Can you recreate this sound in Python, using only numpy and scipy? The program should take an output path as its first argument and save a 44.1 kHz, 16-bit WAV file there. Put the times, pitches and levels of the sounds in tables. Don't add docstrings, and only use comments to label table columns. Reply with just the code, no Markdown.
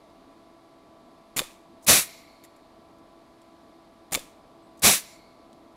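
import sys
import numpy as np
from scipy import signal
from scipy.fft import rfft, irfft, next_fast_len
from scipy.io import wavfile
from scipy.ndimage import map_coordinates

SR = 44100
rng = np.random.default_rng(int(sys.argv[2]) if len(sys.argv) > 2 else 0)


def inscribe(sig):
    pcm = np.round(np.clip(np.atleast_2d(sig).T, -1, 1) * 32767)
    wavfile.write(sys.argv[1], SR, pcm.astype(np.int16))


def magnitude_from_level(level_db):
    exponent = np.asarray(level_db, float) / 20
    return 10 ** exponent


N = 254012


def since(s):
    return np.arange(N) / SR - s


def past(t, knee_s):
    return knee_s * np.logaddexp(0, t / knee_s)


def unit(x):
    return x / np.sqrt(np.mean(x ** 2) + 1e-20)


def along(points, hz):
    f, v = np.transpose(points)
    return np.interp(np.log(hz + 1), np.log(f + 1), v)


def wobble(rate):
    knots = rng.standard_normal(int(N * rate / SR) + 4)
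    return map_coordinates(knots, [np.arange(N) * rate / SR])


def filtered(x, response):
    m = next_fast_len(N + SR // 2)
    return irfft(rfft(x, m) * response(np.fft.rfftfreq(m, 1 / SR)), m)[..., :N]


def resonances(modes):
    def response(f):
        total = 0
        for k, (centre, width, db) in enumerate(modes):
            total = total + (-1) ** k * magnitude_from_level(db) * 1j * f * width / (centre * centre - f * f + 1j * f * width)
        return total
    return response


def air(spectrum, eddy_db):
    eddies = magnitude_from_level(eddy_db * (wobble(300) + wobble(1500)))
    return unit(filtered(eddies * rng.standard_normal(N), lambda hz: magnitude_from_level(along(spectrum, hz))))


def bursts(events, crack):
    out, t = np.zeros((2, N + SR)), np.arange(SR // 5) / SR
    for s, db, second_db, t60 in events:
        wake = magnitude_from_level(-60 * t / max(t60, .002)) * rng.standard_normal((2, len(t)))
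        wake[:, 0] = 1.5
        sharp_start = 1 + crack * magnitude_from_level(-60 * t / .0015)
        level = magnitude_from_level(db + np.array([[0], [second_db]]))
        out[:, round(s * SR):][:, :len(t)] += level * sharp_start * wake
    return out[:, :N]


# f/Hz, level/dB per Hz
VENTILATION = [(12, -40.5), (20, -11.5), (145, -12), (270, -2.5), (307, -5), (337, -1), (362, -18),
               (390, -7), (523, -12.5), (652, -6), (940, -13.5), (1170, -13.5), (1600, -32.5),
               (2080, -57.5), (3520, -120)]
# f/Hz, level/dB per Hz
AIR_LINES = [(1000, -28.5), (1400, -2.5), (1600, -4.5), (2250, -2.5), (2600, -7), (3100, -7), (3700, -4),
             (4700, -6.5), (5600, -13), (7300, -15.5), (9500, -17.5), (11000, -15.5), (12200, -20),
             (15700, -30.5)]
# f/Hz, level/dB rms
FAN_MOTOR = [(333.8, -63.5), (667.5, -62.5), (1001, -68), (1147, -68.5), (1335, -76.5), (1669, -82.5)]
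VENTILATION_DB, AIR_LINES_DB = -54 - 2.0, -67


def shop():
    t = since(0)
    motor = np.zeros(N)
    for hz, db in FAN_MOTOR:
        level = magnitude_from_level(db + 3 + 0.35 * wobble(12))
        motor += level * np.sin(2 * np.pi * hz * t + .15 * wobble(8.1))
    rumble = magnitude_from_level(VENTILATION_DB + 0.8 * wobble(3)) * air(VENTILATION, eddy_db=0.0)
    far_hiss = magnitude_from_level(AIR_LINES_DB + 0.34 * wobble(2.5)) * air(AIR_LINES, eddy_db=0.25)
    return rumble + far_hiss + motor


# f/Hz, t60/s
ROOM_DECAY = [(200, 0.403), (2000, 0.57), (8000, 0.31), (16000, 0.23)]


def walls(x):
    hz, t, z = signal.stft(rng.standard_normal(SR // 2), SR, nperseg=256)
    decay = magnitude_from_level(-60 * t / along(ROOM_DECAY, hz)[:, None])
    tail = signal.istft(z * decay, SR, nperseg=256)[1]
    return signal.fftconvolve(np.pad(x, (400, 0)), tail / np.linalg.norm(tail))[:N]


# t/s, peak level/dB, crack above ring/dB, t60/s
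STRIP_TICKS = [
    (2.438, -46, 1, .06),
    (2.4435, -46, -6, 0.057),
    (2.449, -47, 2, 0.035),
    (2.563, -54.5, 1, .035),
    (2.76, -72, 8, .02),
    (2.985, -66, 8, 0.022),
    (3.4176, -63, 12.5, .03),
    (5.53, -60, 16, 0.0182),
]
# f/Hz, width/Hz, level/dB
LOOSE_STRIP = [(2040, 270, -1.5), (4810, 110, -9), (6680, 160, -4), (7495, 90, -1), (9500, 170, -5),
               (10560, 130, -1), (12800, 310, -5), (13800, 120, -5), (14900, 130, -13)]
# f/Hz, width/Hz, level/dB
LIGHT_CONTACT = [(3820, 1400, 0.5), (8000, 4000, -2), (12500, 3000, -12)]
# t/s, length/s, f/Hz, level/dB
TRIGGER_SQUEAKS = [
    (4.62, 0.0543, 8000, -76),
    (4.645, .045, 9254, -78.5),
    (4.662, .03, 13570, -86),
    (4.68, .045, 8650, -78),
    (4.721, .04, 13550, -85),
]


def handling():
    ring, crack = bursts(STRIP_TICKS, crack=1.3)
    tinks = magnitude_from_level(7.0) * filtered(ring, resonances(LOOSE_STRIP))
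    out = tinks + magnitude_from_level(-4) * filtered(crack, resonances(LIGHT_CONTACT))
    t, waver_db, drift = since(0), 3 * wobble(60), .8 * wobble(120)
    for s, length, hz, db in TRIGGER_SQUEAKS:
        swell = np.sin(np.pi * np.clip((t - s) / length, 0, 1))
        out = out + magnitude_from_level(db + waver_db) * swell * np.sin(2 * np.pi * hz * t + drift)
    return out


# port opens t/s, peak level/dB, hold/s, choked until/s, seep level/dB
BLOW_OFFS = [
    (1.865, -13, 0.0058, 0.14, -52),
    (4.8198, -15.5, 0.0234, 0.14, -56),
]
# f/Hz, width/Hz, level/dB
PORT_FLOWING = [(2170, 316, -1.5), (4200, 680, -3.5)]
# f/Hz, width/Hz, level/dB
PORT_NEARLY_EMPTY = [(2200, 240, 2), (4380, 506, 0)]
# f/Hz, width/Hz, level/dB
MUFFLER_MODES = [(3720, 1700, -2.5), (5660, 1160, 2), (7240, 1140, 1), (9860, 1460, -1),
                 (12040, 1520, -3.5), (15100, 820, -6.5)]
# f/Hz, width/Hz, level/dB
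FLAP_GAP = [(12420, 1320, 0), (7920, 500, -3.5)]
GAP_DB, GAP_FADE_DB_S = -12, 85
SEEP_FROM_S, SEEP_PEAK_S, SEEP_RISE_DB_S, SEEP_FADE_DB_S = .165, 0.24, 50, 48
HISS_DB, HISS_SAG_DB_S, SHUT_S, SHUT_LASTS_S, SHUT_DB = -53, 54, .32, 0.073, -8


def seep():
    breath = rng.standard_normal((2, N))
    whistle, hiss, gap = np.zeros((3, N))
    for s, *_, seep_db in BLOW_OFFS:
        t = since(s + SEEP_PEAK_S)
        flowing = t >= SEEP_FROM_S - SEEP_PEAK_S
        whistle += magnitude_from_level(seep_db + np.where(t < 0, SEEP_RISE_DB_S, -SEEP_FADE_DB_S) * t) * flowing
        spare_db = seep_db - HISS_DB
        shut = np.clip((since(s) - SHUT_S) / SHUT_LASTS_S, 0, 1)
        hiss += magnitude_from_level(HISS_DB - HISS_SAG_DB_S * np.abs(t) + (SHUT_DB + spare_db) * shut) * flowing
        gap += magnitude_from_level(seep_db + spare_db + GAP_DB - GAP_FADE_DB_S * t) * flowing

    def sung(noise, modes, sharpness):
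        return unit(filtered(noise, lambda f: resonances(modes)(f) ** sharpness))

    late = np.clip((-54 - 20 * np.log10(whistle + 1e-9)) / 9, 0, 1)
    port = (1 - late) * sung(breath[0], PORT_FLOWING, 1.6) + late * sung(breath[0], PORT_NEARLY_EMPTY, 1.6)
    gap_air = gap * sung(breath[0], FLAP_GAP, 2)
    return whistle * port + gap_air + hiss * sung(breath[1], MUFFLER_MODES, 2)


# f/Hz, level/dB per Hz
INLET_HISS = [(710, -38), (1200, -16.5), (2130, -2), (2730, -10), (4410, -6.5), (6370, -7), (7100, 0.5),
              (7740, -5), (10600, -1), (16000, -15)]
# f/Hz, level/dB per Hz
BODY_ROAR = [(15, -46.5), (25, -11.5), (195, -1.5), (338, -5.5), (769, -3), (1030, -12), (1120, -5),
             (1500, -12.5), (1950, -38), (3300, -120)]
# f/Hz, level/dB per Hz
FULL_CYLINDER_HISS = [(470, -34.5), (800, -2), (1300, -4), (1530, -11), (1750, -3.5), (2310, -5),
                      (2490, 0.5), (2710, -4), (3660, -4.5), (5250, -7), (7160, -4.5), (9540, -7.5),
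                      (13700, -13.5), (15700, -21)]
# valve opens t/s, slug shears t/s, air level/dB, steel level/dB, strip tuning/ratio
PUNCH_STROKES = [
    (1.3635, 1.392, -26, -14.5, 1.0),
    (4.1198, 4.149, -27.5, -13.5, 1.015),
]
# t/s after the valve opens, level/dB
INLET_FLOW = [
    (0, -11),
    (.0035, -1.5),
    (.0145, 1),
    (.0205, -5.5),
    (.0375, -3),
    (.041, -14.5),
]
BUFFET_DB, BUFFET_FADE_DB_S, FILL_FADE_DB_S = -12, 600, 1500
SETTLE_DB, SETTLE_FADE_DB_S = -14.5, 155


def inlet():
    hiss, buffet, settle = np.zeros((3, N))
    when, flow_db = np.transpose(INLET_FLOW)
    for opens, _, air_db, _, _ in PUNCH_STROKES:
        t = since(opens)
        full = np.clip(t - when[-1], 0, None)
        hiss += magnitude_from_level(air_db + np.interp(t, when, flow_db) - FILL_FADE_DB_S * full) * (t >= 0)
        buffet += magnitude_from_level(air_db + BUFFET_DB - BUFFET_FADE_DB_S * full) * (t >= 0)
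        settle += magnitude_from_level(air_db + SETTLE_DB - SETTLE_FADE_DB_S * full) * (t >= when[-2])
    moving = hiss * air(INLET_HISS, eddy_db=2.5) + buffet * air(BODY_ROAR, eddy_db=3)
    return moving + settle * air(FULL_CYLINDER_HISS, eddy_db=1.1)


# f/Hz, level/dB per Hz
VALVE_LEAK = [(2350, -47), (4000, -18.5), (6070, 0), (10100, -3), (13800, -11.5), (15100, -6.5),
              (16000, -17.5)]
# f/Hz, level/dB per Hz
EXHAUST_JET = [(590, -36), (1000, -8.5), (1260, -7.5), (1690, -5), (2490, 0), (2990, -5.5), (3890, -0.5),
               (5090, -4), (5850, 0.5), (6330, -2.5), (8000, -1), (10400, -31.5), (17600, -120)]
# f/Hz, level/dB per Hz
JET_TREBLE = [(4710, -34), (8000, -6), (9450, -2), (10200, 1.5), (11500, -6), (13000, -3), (14000, -8.5),
              (15700, -13.5)]
# peak t/s, level/dB, swell/dB a second
VALVE_SPURTS = [
    (1.834, -60.5, 1500),
    (1.849, -52, 800),
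    (4.778, -59.5, 2500),
    (4.796, -51.5, 2498),
]
SPURT_STOP_DB_S, SPURT_LASTS_S = 1800, 0.0044
CRACK_DB, SLIT_DB, SLIT_S, LIFT_S, OPEN_S = -32, -16.5, .006, .010, .029
CHOKED_DB_S, FREE_DB_S, KNEE_S = 104.5, 330, 0.01195
ROAR_DB, ROAR_HOLD_S, ROAR_FADE_DB_S, ROAR_LEAST_DB = -8.5, .08, 171, -22
TREBLE_DB, TREBLE_GROWS = -2, .8


def exhaust():
    leak, jet, treble, roar = np.zeros((4, N))
    for s, db, swell_db in VALVE_SPURTS:
        t = since(s)
        leak += magnitude_from_level(db + np.where(t < 0, swell_db, -SPURT_STOP_DB_S) * t) * (t < SPURT_LASTS_S)
    for s, db, hold_s, choked_s, _ in BLOW_OFFS:
        t = since(s)
        slit = magnitude_from_level(SLIT_DB) * np.clip(t / SLIT_S, 0, 1)
        lift = np.clip((t - LIFT_S) / (OPEN_S - LIFT_S), 0, 1)
        area = magnitude_from_level(CRACK_DB) + slit + lift
        opening_db = 20 * np.log10(area / area[-1])
        choked_db = opening_db - CHOKED_DB_S * np.clip(t - OPEN_S - hold_s, 0, None)
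        rest = magnitude_from_level(db - FREE_DB_S * past(t - choked_s, KNEE_S)) * (t >= 0)
        roar_db = np.clip(ROAR_DB - ROAR_FADE_DB_S * (t - ROAR_HOLD_S), ROAR_LEAST_DB, ROAR_DB)
        jet += rest * magnitude_from_level(choked_db)
        treble += rest * magnitude_from_level(TREBLE_DB + TREBLE_GROWS * choked_db)
        roar += rest * magnitude_from_level(choked_db + roar_db)
    blast = jet * air(EXHAUST_JET, eddy_db=0.67) + treble * air(JET_TREBLE, eddy_db=0.2)
    return leak * air(VALVE_LEAK, eddy_db=2.1) + blast + roar * air(BODY_ROAR, eddy_db=1.05)


# t/s after the shear, level/dB, f/Hz, t60/s
BODY_RINGS = [(-.0286, -17, 240, 0.019), (-.0216, -22, 220, 0.015), (-.0148, -9, 6950, .015),
              (-.0059, -14, 6500, .018), (0, -16, 1100, 0.021), (0, 4, 2520, 0.0023),
              (.0005, -10.5, 2330, .028), (.001, -31, 2520, 0.18), (.0005, -14, 3100, 0.029),
              (.001, -24, 3485, .17), (.009, -26, 7400, .07), (0.0138, -8, 296, 0.0094),
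              (0.0253, -11.5, 530, .027), (.032, -36, 12, .3), (.044, -33, 9400, 0.073)]
# t/s, peak level/dB, f/Hz, t60/s
BLAST_JOLT = (4.844, -24, 120, .066)


def thuds():
    out, t = np.zeros(N + SR), np.arange(SR // 3) / SR
    rings = [BLAST_JOLT]
    for _, shear, _, steel_db, tuning in PUNCH_STROKES:
        rings += [(shear + s, steel_db + db, hz * tuning, t60) for s, db, hz, t60 in BODY_RINGS]
    for s, db, hz, t60 in rings:
        out[round(s * SR):][:len(t)] -= magnitude_from_level(db - 60 * t / t60) * np.sin(2 * np.pi * hz * t)
    return out[:N]


# t/s after the shear, level/dB, treble above it/dB, t60/s
STEEL_CONTACTS = [
    (-.0148, -9.5, -2.5, 0.012),
    (-.0059, -9, 4, .013),
    (0, -2.5, -9, .011),
    (.0016, -3, -8, .02),
    (.0078, -14, -3, .01),
    (.0251, -21, -12, 0.011),
    (.044, -28, 3, .05),
]
# t/s, peak level/dB, treble above peak/dB, t60/s
TRIGGER_PRESS = (4.112, -48, -5, .018)
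# f/Hz, width/Hz, level/dB
JAW_MODES = [(1103, 500, -5.5), (2343, 290, -0.5), (3590, 350, 0.5), (4696, 520, -2), (6000, 770, -14.5)]
# f/Hz, width/Hz, level/dB
CLAMPED_STRIP = [(7320, 500, -2.5), (9300, 890, -3), (10360, 600, -0.5), (13900, 900, -7),
                 (15300, 700, -16.5)]


def steel():
    snaps = [TRIGGER_PRESS]
    for _, shear, _, steel_db, _ in PUNCH_STROKES:
        snaps += [(shear + s, steel_db + db, treble_db, t60) for s, db, treble_db, t60 in STEEL_CONTACTS]
    low, high = bursts(snaps, crack=3.6)
    jaw = filtered(low, lambda f: resonances(JAW_MODES)(f) + magnitude_from_level(-14) * f / (f + 1500))
    strip = filtered(high, lambda f: resonances(CLAMPED_STRIP)(f) + magnitude_from_level(-37) * f / (f + 4000))
    return magnitude_from_level(4) * jaw + magnitude_from_level(2.5) * strip


def scene():
    stroke = inlet() + steel() + handling()
    blow = exhaust()
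    echo = magnitude_from_level(-23.5) * walls(stroke) + magnitude_from_level(-23.5) * walls(blow)
    return (shop() + echo + seep() + thuds() + blow + stroke)[None]


def top_cut(x):
    return signal.sosfilt(signal.butter(12, 16830, fs=SR, output="sos"), x)


CEILING, TOP_HZ = .62, 15770


def record(dry):
    rounded = dry / (1 + np.abs(dry / CEILING) ** 4) ** (1 / 4)
    mix = filtered(rounded, lambda hz: 1 / (1 + (hz / TOP_HZ) ** 200))
    return top_cut(mix)


dry = scene()
out = record(dry)
inscribe(out)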